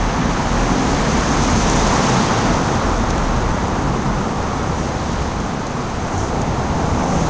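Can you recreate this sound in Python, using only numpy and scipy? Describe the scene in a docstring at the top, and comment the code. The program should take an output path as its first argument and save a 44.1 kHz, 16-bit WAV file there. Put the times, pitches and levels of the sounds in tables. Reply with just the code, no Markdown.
"""Tyres roar and engines rumble, blurred by echo: traffic in a concrete tunnel, heard from the kerb by a camera.
A car hisses past at about 2 s, the rush eases, and more traffic draws near; a few dry ticks sound close by.
Tyres are shaped noise that swells as traffic passes, plus bands of noise around moving pitches.
Engines are wavering harmonics over noise; an exhaust drone and the tunnel's deep boom throb; the camera whines."""
import sys
import numpy as np
from scipy import signal
from scipy.fft import rfft, irfft
from scipy.io import wavfile

SR = 44100
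rng = np.random.default_rng(int(sys.argv[2]) if len(sys.argv) > 2 else 0)


def store_wav(level_fs):
    """Save 16-bit WAV to argv[1]."""
    pcm = np.round(np.clip(np.atleast_2d(level_fs), -1, 1) * 32767)
    wavfile.write(sys.argv[1], SR, pcm.T.astype(np.int16))


N = 321840
TIME = np.arange(N) / SR  # s
FREQ = np.maximum(np.fft.rfftfreq(N, 1 / SR), 1)  # Hz, kept off zero for the logarithms


def undb(db):
    """Decibels to gain."""
    return 10 ** (np.asarray(db) / 20)


def unit(x):
    """Scale to an rms of one."""
    return x / np.sqrt(np.mean(x ** 2))


def noise():
    """White noise."""
    return rng.standard_normal(N)


def tone(hz):
    """Phase in radians of a moving pitch."""
    return 2 * np.pi * np.cumsum(hz) / SR


def curves(table):
    """Each column after the first, joined by straight lines in time."""
    s, *columns = np.transpose(table)
    return [np.interp(TIME, s, column) for column in columns]


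def colour(x, points):
    """Filter by (Hz, relative dB) points, straight on a log frequency axis, to unit rms."""
    hz, db = np.transpose(points)
    gain_db = np.interp(np.log(FREQ), np.log(hz), db)
    return unit(irfft(rfft(x) * undb(gain_db), N))


def resonate(x, hz, width_hz):
    """One resonance, gain one at its centre."""
    detuning = (FREQ ** 2 - hz ** 2) / (FREQ * width_hz)
    return irfft(rfft(x) / (1 + 1j * detuning), N)


def walk(rate_hz):
    """Smooth random drift of unit rms, its spectrum a Gaussian falling from zero."""
    moving_hz = FREQ[FREQ < 3 * rate_hz]
    real, imag = rng.standard_normal((4096, 2)).T
    size = min(len(moving_hz), len(real))
    fall = np.exp(-(moving_hz[:size] / rate_hz) ** 2)
    return unit(irfft((real + 1j * imag)[:size] * fall, N))


def impacts(per_s, spread_db):
    """Random tiny impacts, a few much harder than the rest."""
    size = undb(spread_db * np.minimum(rng.exponential(size=N), 5))
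    hits = rng.random(N) < per_s / SR
    return unit(hits * size * noise())


def hum(hz, spread_hz):
    """A note smeared into a band around a moving pitch, as from many wheels at once."""
    phase = tone(hz)
    return unit(walk(spread_hz) * np.cos(phase) + walk(spread_hz) * np.sin(phase))


# Camera whine. Each row: pitch in Hz, level in dB.
WHINE_TONES = [(7640, -64), (7598, -70)]


def whine():
    """Thin, slightly unsteady sine tones of the camera."""
    waver_hz, waver_rate_hz = 4.5, 17
    out = np.zeros(N)
    for hz, db in WHINE_TONES:
        out += undb(db) * unit(np.sin(tone(hz + waver_hz * walk(waver_rate_hz))))
    return out


# Close ticks. Each row: start in s, level in dB, snap pitch in Hz, knock against snap in dB, decay in s.
TICK_EVENTS = [(3.1035, -26.5, 6300, 1, .0024), (3.107, -33, 6200, 3, .002), (3.1785, -30.5, 6900, 1, .003),
               (3.1815, -35, 6700, 4, .002), (4.839, -37, 7000, -6, .002), (4.856, -38, 6350, 0, .003),
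               (5.402, -30, 6400, -12, .0028), (5.667, -37, 6300, 2, .01), (6.178, -37, 6600, -6, .009),
               (6.417, -30.5, 6500, -3, .003)]
TICK_WIDTH_HZ = 1400


def ticks():
    """Dry ticks near the microphone: a resonant noise snap over a lower knock, decaying in milliseconds."""
    out = np.zeros(N)
    crack = colour(noise(), [(3000, -6), (6000, 3), (7200, -1.5), (8000, -14.5)])
    knock = colour(noise(), [(1200, -20.5), (3000, -2), (4300, 6), (5500, -1.5), (7500, -18)])
    for s, db, hz, knock_db, decay_s in TICK_EVENTS:
        decay = np.exp(-np.minimum(np.abs(TIME - s) / decay_s, 20))
        snap = unit(resonate(crack, hz, TICK_WIDTH_HZ))
        out += (TIME >= s) * decay * undb(db) * (snap + undb(knock_db) * knock)
    return out


def motor(hz):
    """Harmonics 2 to 8 of one car's engine; each fades in and out among the wall reflections."""
    phase = tone(hz * (1 + .05 * walk(0.81) + 0.01544 * walk(9.6)))
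    return unit(sum(walk(3.3) * np.sin(k * phase) for k in range(2, 9)))


# Engine rumble, surging and sagging as cars roll by.
# Each row: time in s, level of the deep part in dB, level of the engine notes and their rumble in dB.
RUMBLE_LEVEL = [(0, -29, -24.5), (.35, -27.5, -22), (.67, -27.5, -20.5), (1.1, -28, -23.3),
                (1.55, -27, -21.5), (2.15, -29, -20), (2.5, -25.5, -21), (2.9, -26, -23), (3.7, -26, -24),
                (4.12, -31, -22), (4.45, -26, -27), (4.75, -27.5, -24.5), (5.3, -25, -27), (5.58, -35, -26),
                (5.9, -29, -26), (6.22, -26.5, -26.5), (6.48, -24, -24.5), (7.3, -23.5, -21.5)]
# Spectra of the engine rumble and the deep part. Each row: frequency in Hz, relative level in dB.
RUMBLE_SPECTRUM = [(60, -32.5), (105, -7), (130, 1.5), (160, 0.5), (190, -0.5), (255, -3.5), (290, -6.5),
                   (400, -14), (900, -73)]
DEEP_SPECTRUM = [(10, -9), (24, -7), (38, -5.5), (55, -3.5), (72, -1.5), (100, -1), (118, -7.5), (170, -24),
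                 (400, -64)]


def engines(count=3):
    """A few cars' engine notes over the diffuse rumble of the rest, and deep noise that fills the bore."""
    deep_db, engine_db = curves(RUMBLE_LEVEL)
    notes_db, waver_db, waver_rate_hz = -3, .8, 14
    notes = colour(sum(motor(hz) for hz in rng.uniform(32, 52, count)), RUMBLE_SPECTRUM)
    rumble = colour(noise(), RUMBLE_SPECTRUM)
    deep = colour(noise(), DEEP_SPECTRUM)
    mixed = unit(rumble + undb(notes_db) * notes) * undb(waver_db * walk(waver_rate_hz))
    return undb(engine_db) * mixed + undb(deep_db) * deep


# Short low sine tones. Each row: centre in s, half-width to 1/e in s, pitch in Hz, level in dB.
LOW_TONES = [(1.35, .05, 138, -25), (2.01, 0.065, 193, -21), (2.12, .06, 126.7, -22.5),
             (2.17, .05, 189.6, -21.5), (2.37, 0.045, 108, -24), (7.12, .07, 162, -22.5)]


def low_tones():
    """Short low sine tones under Gaussian envelopes."""
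    out = np.zeros(N)
    for s, width_s, hz, db in LOW_TONES:
        envelope = np.exp(-((TIME - s) / width_s) ** 2)
        out += undb(db) * envelope * unit(np.sin(2 * np.pi * (hz * TIME + rng.random())))
    return out


def throbbing_note(hz, level_db, overtone_db, waver_hz, flutter_db):
    """A low note with overtones 2 to 4, wavering in pitch and fluttering in level."""
    phase = tone(hz + waver_hz * walk(7.45))
    overtones = sum(walk(2.3) * np.sin(k * phase) for k in range(2, 5))
    note = np.sin(phase) * undb(flutter_db * np.tanh(walk(6.5)))
    return unit(note + undb(overtone_db) * overtones) * undb(level_db)


# Drone of a faster engine. Each row: time in s, level in dB.
DRONE_LEVEL = [(0, -33), (.45, -31.5), (.7, -38), (.95, -26), (1.65, -29), (2.1, -30.5), (2.65, -43),
               (2.9, -30), (3.35, -29), (4.1, -28.5), (4.25, -40), (4.6, -30), (4.92, -26), (5.08, -32),
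               (5.4, -32), (5.7, -42), (6.5, -35), (7.2, -29)]
DRONE_HZ = 65.4


def drone():
    """Exhaust note at a steady mean firing rate."""
    level_db, = curves(DRONE_LEVEL)
    return throbbing_note(DRONE_HZ, level_db, overtone_db=-14.0, waver_hz=5, flutter_db=4.5)


# Deep boom of the tunnel near 40 Hz, stirred by engines. Each row: time in s, level in dB.
BOOM_THROB = [(0, -20), (.11, -23), (.19, -36), (.25, -25), (.35, -20), (.41, -37), (.48, -24), (.6, -18),
              (.74, -27), (.84, -44), (.93, -23), (1.08, -34), (1.2, -20.5), (1.29, -42), (1.37, -21),
              (1.62, -23), (1.88, -18.5), (1.99, -34), (2.36, -38), (2.5, -23), (2.62, -32), (2.78, -36),
              (2.86, -19), (2.97, -21), (3.1, -24), (3.16, -30), (3.25, -22), (3.48, -22), (3.66, -37),
              (3.83, -25), (4, -35), (4.15, -21.5), (4.26, -35), (4.42, -34), (4.62, -45), (4.8, -36),
              (5, -42), (5.14, -32), (5.25, -42), (5.38, -31), (5.55, -39), (5.95, -31), (6.15, -40),
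              (6.4, -33), (6.7, -35), (7.3, -31)]
BOOM_MID_HZ = 40.46
EASE_SHARE, EASE_S, EASE_GLIDE_S = 0.024, 2.4, .3  # share is to each side of the middle


def boom():
    """Deep boom of the tunnel near 40 Hz, stirred by engines, its pitch easing slightly down."""
    level_db, = curves(BOOM_THROB)
    glide = np.tanh((TIME - EASE_S) / EASE_GLIDE_S)
    boom_hz = BOOM_MID_HZ * (1 - EASE_SHARE * glide)
    return throbbing_note(boom_hz, level_db, overtone_db=-16.0, waver_hz=1.11, flutter_db=2.0)


# Swells of passing traffic; one car may take two rows. Each row: peak in s before the carry delay,
# half-power half-width in s before the carry stretch, then tyre roar, bright roar, hiss and sizzle in dB.
PASS_SWELLS = [(.75, 0.44, -27.5, -31, -36, -44.5), (1.71, 0.9, -25, -26.5, -27.5, -33),
               (2.06, 0.31, -24, -28.5, -39.5, -37.5), (2.85, 0.78, -27, -35, -46, -47.5),
               (4.25, 0.51, -31, -35, -51.5, -60), (4.8, 0.32, -35.5, -42, -38.5, -44.5),
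               (6.22, .13, -28, -40.5, -49, -39.5), (7.2, 0.38, -23.5, -30.5, -34, -39)]


def traffic(carry, part):
    """Gain of one part of the traffic: each swell rises and falls, and powers add to the far wash."""
    rise, fall, delay_s, far_db = carry
    power = undb(far_db) ** 2
    for s, width_s, *part_db in PASS_SWELLS:
        since_s = TIME - s - delay_s
        stretch = np.where(since_s < 0, rise, fall)
        along = since_s / (width_s * stretch)
        power = power + undb(part_db[part]) ** 2 / (1 + along ** 2)
    return np.sqrt(power)


# Spectra of hiss and grit sizzle. Each row: frequency in Hz, relative level in dB.
HISS_SPECTRUM = [(800, -8), (1700, 2.5), (2600, 0.8), (3500, 1.5), (5000, 0), (6500, -3), (7400, -11.5),
                 (8000, -15.5)]
SIZZLE_SPECTRUM = [(3500, -22), (5200, -4), (6100, 1), (6700, 0), (7400, -5), (8000, -15.5)]
# Carry along the bore. 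The row: stretch of the rise, stretch of the fall, delay in s, far wash in dB.
HISS_ALONG = (0.76, 0.34, 0.37, -40)
SIZZLE_ALONG = (0.5, 0.43, 0, -49.5)
GRIT_FLICKER_DB, GRIT_FLICKER_HZ = 1.0, 30
HISS_FLICKER_DB, HISS_FLICKER_HZ = 0.24, 43


def tread_hiss():
    """Air squeezed from the tread, with a fine sizzle of grit on top; both fall faster than they rise."""
    air = colour(noise(), HISS_SPECTRUM)
    grit = colour(noise() + 0.65 * impacts(per_s=2800, spread_db=3.5), SIZZLE_SPECTRUM)
    grit = grit * undb(GRIT_FLICKER_DB * walk(GRIT_FLICKER_HZ))
    passing = traffic(HISS_ALONG, part=2) * air + traffic(SIZZLE_ALONG, part=3) * grit
    return passing * undb(HISS_FLICKER_DB * walk(HISS_FLICKER_HZ))


FLUTTER_DB, FLUTTER_HZ = 1.1, 28


def flutter(x, count=9):
    """Shifting wall reflections make each half-octave band of a sound waver on its own."""
    place = np.clip(2 * np.log2(FREQ / 500), 0, count - 1)
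    spectrum = rfft(x)
    out = np.zeros(N)
    for k in range(count):
        band = irfft(spectrum * np.maximum(1 - np.abs(place - k), 0), N)
        out += band * undb(FLUTTER_DB * walk(FLUTTER_HZ))
    return unit(out)


# Spectra of tyre roar and bright roar. Each row: frequency in Hz, relative level in dB.
ROAR_SPECTRUM = [(150, -26), (310, -1.5), (390, -2), (480, -1), (600, -3.5), (780, -2.5), (1050, -8.5),
                 (1400, -13), (2000, -34), (5000, -66)]
BRIGHT_SPECTRUM = [(500, -12.5), (900, -2), (1130, 0), (1400, -5), (1700, -6.5), (2100, -10), (3000, -17.5),
                   (5000, -27), (10000, -56.5)]
# Carry along the bore. The row: stretch of the rise, stretch of the fall, delay in s, far wash in dB.
ROAR_ALONG = (1.1, 1.3, -0.05, -31.5)
BRIGHT_ALONG = (2.5, 1.0, 0.17, -36)
# Tread-block hum, its pitch following traffic speed; hollow ring of the air inside the tyres;
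# upper edge of the roar, singing out as cars draw away. Each row: time in s, pitch in Hz, level in dB.
TREAD_HUM = [(0, 851, -29.5), (.5, 855, -31), (.75, 862.3, -30), (1.3, 869.7, -31), (2.03, 901.6, -25.5),
             (2.4, 901, -28), (3.3, 928, -30.5), (4.5, 899.3, -32), (5.9, 859, -36.5), (6.35, 820, -29.5),
             (6.7, 820, -29), (7.1, 811, -26), (7.3, 789, -31.5)]
CAVITY_RING = [(0, 255, -41), (.2, 250, -23.5), (.48, 240, -31.5), (.78, 241.3, -23.5), (1.2, 234.7, -27.5),
               (1.55, 239.9, -22.5), (1.85, 235.5, -27), (2.1, 240.8, -24.5), (2.6, 210.7, -30),
               (3.2, 222.3, -26.5), (3.72, 215.4, -42), (3.95, 200.3, -28), (4.5, 209.6, -31.5),
               (5.15, 244.8, -32), (5.7, 237.2, -32.5), (6.22, 229, -37.5), (6.45, 233.4, -26.5),
               (7.3, 215, -41)]
SING_BAND = [(0, 1142, -43), (1.4, 1196, -39), (2, 1282, -36), (2.42, 1272, -29), (2.65, 1260, -33),
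             (2.88, 1258, -29.5), (3.2, 1261, -34), (3.8, 1253, -38), (4.25, 1241, -34), (5.3, 1230, -40.5),
             (7.3, 1298, -42)]
TREAD_SPREAD_HZ, CAVITY_SPREAD_HZ, SING_SPREAD_HZ = 220, 46.5, 266


def tyres():
    """Tyre roar diffused by the walls, with tread-block hum, singing upper edge and hollow cavity ring."""
    body = colour(noise(), ROAR_SPECTRUM) * undb(0.38 * walk(6.8))
    bright = flutter(colour(noise(), BRIGHT_SPECTRUM))
    out = traffic(ROAR_ALONG, part=0) * body + traffic(BRIGHT_ALONG, part=1) * bright
    bands = [(TREAD_HUM, TREAD_SPREAD_HZ), (SING_BAND, SING_SPREAD_HZ), (CAVITY_RING, CAVITY_SPREAD_HZ)]
    for table, spread_hz in bands:
        hz, db = curves(table)
        out += hum(hz, spread_hz) * undb(db)
    return out


def scene():
    """All the traffic and the small close sounds at one microphone."""
    close = whine() + ticks()
    low = engines() + low_tones() + drone() + boom()
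    return (close + low + tread_hiss() + tyres())[None]


# Leak of the mirror image above half the camera's sample rate. Each row: frequency in Hz, gain in dB.
MIRROR_LEAK = [(8000, 0.5), (8550, -8.4), (8950, -14.5), (9350, -21.3), (9750, -30.5), (10050, -38)]
MIC_HZ, MIC_WIDTH_HZ, MIC_DB = 6210, 1060, 4
HALF_RATE_HZ, TOP_HZ = 8000, 10050


def record(dry):
    """The microphone port rings; the camera's low sample rate mirrors treble upward; the top is cut off."""
    ring = resonate(dry[0], MIC_HZ, MIC_WIDTH_HZ)
    coloured = dry[0] + (undb(MIC_DB) - 1) * ring
    kept = irfft(rfft(coloured) * (FREQ < HALF_RATE_HZ), N)
    # A carrier at the full sample rate folds the spectrum about half of it.
    mirror = rfft(kept * 2 * np.cos(2 * np.pi * 2 * HALF_RATE_HZ * TIME))
    leak_db = np.interp(FREQ, *np.transpose(MIRROR_LEAK))
    leak = irfft(mirror * undb(leak_db), N)
    top_cut = signal.ellip(10, .2, 80, TOP_HZ, fs=SR, output="sos")
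    return signal.sosfilt(top_cut, kept + leak)[None]


dry = scene()
out = record(dry)
store_wav(out)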